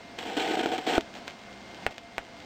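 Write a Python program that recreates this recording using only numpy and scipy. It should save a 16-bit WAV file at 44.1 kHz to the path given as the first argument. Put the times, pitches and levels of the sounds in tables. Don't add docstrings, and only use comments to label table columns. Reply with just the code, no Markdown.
import sys
import numpy as np
from scipy import signal
from scipy.fft import rfft, irfft, next_fast_len
from scipy.io import wavfile
from scipy.ndimage import map_coordinates

SR = 44100
rng = np.random.default_rng(int(sys.argv[2]) if len(sys.argv) > 2 else 0)


def log_audio(samples):
    frames = np.atleast_2d(samples).T
    limited = np.clip(frames, -1, 1)
    pcm = np.round(limited * 32767).astype(np.int16)
    wavfile.write(sys.argv[1], SR, pcm)


N = 108045
TIME = np.arange(N) / SR

# start_s, length_s, body_db, rasp_db
FINGER_STROKES = [(0.18, 0.06, -43, -41), (0.249, 0.068, -36, -41.5), (0.302, 0.057, -39.5, -44),
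                  (0.363, 0.055, -30, -34.5), (0.39, 0.036, -32.5, -33), (0.427, .13, -31, -35.5),
                  (0.568, 0.045, -30, -36.5), (0.625, 0.019, -28.5, -33), (0.655, 0.064, -34, -40.5),
                  (0.712, 0.051, -29.5, -36), (0.776, 0.013, -27, -34.5), (0.795, 0.13, -42.5, -46),
                  (0.863, 0.1114, -29.5, -32)]
# frequency_hz, relative_db
ARM_SPECTRUM = [(65, -54), (110, -30), (156, -22.5), (222, -10.5), (312, -2), (339, -6.5), (376, -8),
                (487, -3), (540, -16.5), (624, -11.5), (744, -1.5), (825, -8), (934, -10), (1030, -38),
                (1300, -38), (1690, -46), (2860, -120)]
# pitch_hz, width_hz, relative_to_body_db
ARM_RESONANCES = [(331, 15, -11), (746, 6.1, -10.5), (1480, 10.4, -15.5), (2360, 25, -18), (3118, 17, -22)]
# frequency_hz, relative_db
RASP_SPECTRUM = [(650, -36), (1100, -3), (1180, -17), (1230, 0), (1410, -9.5), (1520, 1), (1700, -0.5),
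                 (2200, -2.5), (2360, -2.5), (2580, -1), (3260, 1), (3650, -5.5), (4360, -7.5), (4830, -16),
                 (5340, -12), (6240, -18), (7900, -15), (10800, -47), (14000, -28.5), (15000, -26),
                 (16000, -56)]
SLIPS_PER_S, SLIP_SPREAD_DB = 5000, 4.5
GRIP_SPREAD_DB, GRIP_CHANGES_PER_S = 0.87, 130

def finger_friction():
    grip = amp(GRIP_SPREAD_DB * wobble(GRIP_CHANGES_PER_S))
    friction = lambda: grip * impulse_train(SLIPS_PER_S, SLIP_SPREAD_DB)
    body_level = np.max([amp(db) * envelope(s, length) for s, length, db, _ in FINGER_STROKES], axis=0)
    rasp_level = np.max([amp(db) * envelope(s, length) for s, length, _, db in FINGER_STROKES], axis=0)
    ring = sum(amp(db) * resonant(friction(), hz, width) for hz, width, db in ARM_RESONANCES)
    body = coloured(friction(), ARM_SPECTRUM) + ring
    rasp = coloured(friction(), RASP_SPECTRUM)
    return body_level * body + rasp_level * rasp


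# start_s, level_db, relative_bass_db
ARM_BUMPS = [(0.5711, -20.5, -35), (0.6589, -15, -25), (.782, -32, -30), (0.9805, -9.5, -7)]
# pitch_hz, relative_db, t60_s
STRUCK_MODES = [(270, -12, 0.18), (335, 8.5, 0.037), (423, -8, 0.11), (597, 1.5, 0.022), (655, -6.5, 0.11),
                (920, -14, 0.075), (1427, 2, 0.016), (2680, -22, .005)]
SPEAKER_CUTOFF_HZ = 200

def arm_bumps():
    out, t = np.zeros(N), TIME[:SR // 8]
    ring = sum(amp(db - 60 * t / t60) * np.sin(2 * np.pi * hz * t) for hz, db, t60 in STRUCK_MODES)
    ring = signal.sosfilt(signal.butter(2, SPEAKER_CUTOFF_HZ, 'high', fs=SR, output='sos'), ring)
    ring /= np.abs(ring).max()
    for start, db, bass_db in ARM_BUMPS:
        add(out, start, -amp(db) * (ring + amp(bass_db) * shove(t)))
    return out


# start_s, tick_db, pop_db
STYLUS_CLICKS = [(0.1893, -21, -33), (.229, -28, -35), (0.3988, -27, -23), (0.66, -20, -31),
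                 (0.7808, -22, -26), (0.9801, -22, -15.5), (1.0093, -18, -40), (1.141, -27, -42),
                 (1.153, -25, -49), (1.2794, -19, -22), (1.3003, -30, -35), (1.308, -29, -45),
                 (1.8654, -30.5, -7), (1.9815, -20, -27), (2.1817, -23.5, -10.5)]
# frequency_hz, relative_db
POP_SPECTRUM = [(30, -38.5), (150, -11), (320, 0.5), (520, -1.5), (750, 5), (1100, -8), (1500, -0.5),
                (2700, -4), (3700, -17), (5500, -28.5), (7100, -30), (8300, -22), (9600, -37),
                (11000, -54.5), (13700, -32), (16000, -38)]
# frequency_hz, relative_db
TICK_SPECTRUM = [(100, -29), (700, -7), (1200, -4.5), (1700, -1.5), (3200, 3), (4400, -6), (5500, -10),
                 (7000, -9.5), (8300, -20), (11000, -50), (14000, -23), (16000, -38)]
BASS_OFFSET_DB, BASS_DB_PER_POP_DB = -7.5, 2.38

def stylus_clicks():
    out, pop, tick = np.zeros(N), impulse(POP_SPECTRUM), impulse(TICK_SPECTRUM)
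    bass = shove(TIME[:len(pop)])
    for start, tick_db, pop_db in STYLUS_CLICKS:
        bass_db = BASS_OFFSET_DB + BASS_DB_PER_POP_DB * pop_db
        click = amp(tick_db) * tick + amp(pop_db) * pop + amp(bass_db) * bass
        add(out, start, in_room(click))
    return out


# time_s, level_db
SURFACE_LEVELS = [(0, -47.5), (.95, -43), (1.2, -42.5), (1.4, -46.5), (1.62, -48), (1.78, -45), (2.0, -47),
                  (2.45, -46)]
# frequency_hz, relative_db
SURFACE_SPECTRUM = [(15, -22), (25, -16), (43, -21), (64, -7), (114, -14.5), (175, -10), (190, -6),
                    (242, -4), (277, -5.5), (416, -9), (476, -10.5), (516, -7.5), (624, -10), (677, -3),
                    (775, -9), (1230, -16), (1560, -13), (1890, -16.5), (2050, -15), (2220, -16.5),
                    (4870, -21.5), (9070, -37), (11000, -67), (12900, -46), (16000, -48)]
# start_s, length_s, level_db
STYLUS_SCUFFS = [(1.149, 0.04, -41), (1.268, .016, -40.5), (1.81, 0.03, -49.5), (1.902, 0.024, -42)]
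# frequency_hz, relative_db
SCUFF_SPECTRUM = [(150, -17.5), (400, -4), (750, 3), (1200, -9), (3300, -8.5), (5500, -18.5), (8200, -26.5),
                  (11000, -50), (14000, -34), (16000, -40)]
CRACKLE_DB, CRACKLE_PER_S, CRACKLE_SPREAD_DB = -58, 200, 5

def groove_noise():
    hiss_level = amp(np.interp(TIME, *np.transpose(SURFACE_LEVELS)))
    hiss = coloured(rng.standard_normal(N), SURFACE_SPECTRUM)
    stylus_down = TIME > ARM_BUMPS[-1][0]
    crackle = coloured(impulse_train(CRACKLE_PER_S, CRACKLE_SPREAD_DB), TICK_SPECTRUM)
    scuff_level = sum(amp(db) * envelope(start, length) for start, length, db in STYLUS_SCUFFS)
    scuff = coloured(impulse_train(SLIPS_PER_S, SLIP_SPREAD_DB), SCUFF_SPECTRUM)
    return hiss_level * hiss + amp(CRACKLE_DB) * stylus_down * crackle + scuff_level * scuff


# pitch_hz, level_db
MOTOR_TONES = [(119, -62), (685, -55.5), (2114, -55), (8909, -86), (13135, -89)]
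# pitch_hz, width_hz, level_db
CABINET_MODES = [(198, 4.9, -60), (233, 8.9, -68), (704, 25, -63.5)]
WANDER_HZ, WAVER_DB = 2.83, 1.7

def motor():
    whine = np.zeros(N)
    for hz, db in MOTOR_TONES:
        level = amp(db + WAVER_DB * wobble(per_s=20))
        pitch_hz = hz + WANDER_HZ * wobble(per_s=30.34)
        whine += level * np.sin(2 * np.pi * np.cumsum(pitch_hz) / SR)
    drone = sum(amp(db) * resonant(rng.standard_normal(N), hz, width) for hz, width, db in CABINET_MODES)
    return whine + drone


# frequency_hz, t60_s
ROOM_DECAY = [(150, 0.18), (700, 0.089), (2500, 0.091), (9000, 0.051)]
ROOM_DB, CABINET_DB, CABINET_T60_S = -7.5, -13, 0.012

def in_room(x):
    hz, frame_s, noise = signal.stft(rng.standard_normal(SR // 4), SR, nperseg=256)
    decay = amp(-60 * frame_s / along(ROOM_DECAY, hz)[:, None])
    tail = signal.istft(noise * decay, SR, nperseg=256)[1]
    t = TIME[:len(tail)]
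    rattle = rng.standard_normal(len(t)) * amp(-60 * t / CABINET_T60_S) * (t > .0006)
    response = amp(ROOM_DB) * tail / np.linalg.norm(tail)
    response += amp(CABINET_DB) * rattle / np.linalg.norm(rattle)
    response[0] = 1
    return signal.fftconvolve(x, response)


def shove(t, rise_s=0.00059):
    return t / rise_s * np.exp(1 - t / rise_s)


def envelope(start, length, attack_s=0.0067, release_s=0.0089):
    attack = np.clip((TIME - start) / attack_s, 0, 1)
    return attack * np.exp(-np.maximum(TIME - start - length, 0) / release_s)


def impulse_train(per_s, spread_db):
    occurs = rng.random(N) < per_s / SR
    return occurs * rng.choice([-1, 1], N) * amp(spread_db * rng.standard_normal(N))


def wobble(per_s):
    return map_coordinates(rng.standard_normal(N), [TIME * per_s])


def resonant(x, hz, width):
    return unit_rms(filtered(x, lambda f: 1j * f * width / (hz * hz - f * f + 1j * f * width)))


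def coloured(x, spectrum):
    return unit_rms(signal.fftconvolve(x, impulse(spectrum))[:N])


def impulse(spectrum, size=4096):
    magnitude = amp(along(spectrum, np.fft.rfftfreq(size, 1 / SR)))
    cepstrum = irfft(np.log(magnitude))
    cepstrum[1:size // 2] *= 2
    cepstrum[size // 2:] = 0
    pulse = irfft(np.exp(rfft(cepstrum)))
    return pulse / np.abs(pulse).max()


def filtered(x, response):
    size = next_fast_len(N + SR // 2)
    return irfft(rfft(x, size) * response(np.fft.rfftfreq(size, 1 / SR)), size)[:N]


def along(points, hz):
    frequencies, values = np.transpose(points)
    return np.interp(np.log(hz + 1), np.log(frequencies + 1), values)


def amp(db):
    return 10 ** (np.asarray(db) / 20)


def unit_rms(x):
    return x / np.sqrt(np.mean(x ** 2) + 1e-20)


def add(out, start_s, x):
    part = out[round(start_s * SR):][:len(x)]
    part += x[:len(part)]


def scene():
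    return (finger_friction() + arm_bumps() + stylus_clicks() + groove_noise() + motor())[None]


DUCK_ABOVE_DB, DUCK_SLOPE, DUCK_ATTACK_S, RECOVER_DB_PER_S = -13, 0.73, 0.027, 10
BAND_LIMIT_HZ = 16100

def record(dry):
    x = dry[0]
    level_db = 20 * np.log10(np.abs(x) + 1e-9)
    cut_db = DUCK_SLOPE * np.maximum(level_db - DUCK_ABOVE_DB, 0)
    recovery_db = RECOVER_DB_PER_S * TIME
    held_db = np.maximum.accumulate(cut_db + recovery_db) - recovery_db
    pole = np.exp(-1 / (DUCK_ATTACK_S * SR))
    duck_db = signal.lfilter([1 - pole], [1, -pole], held_db)
    return filtered(x * amp(-duck_db), lambda hz: hz < BAND_LIMIT_HZ)[None]


dry = scene()
out = record(dry)
log_audio(out)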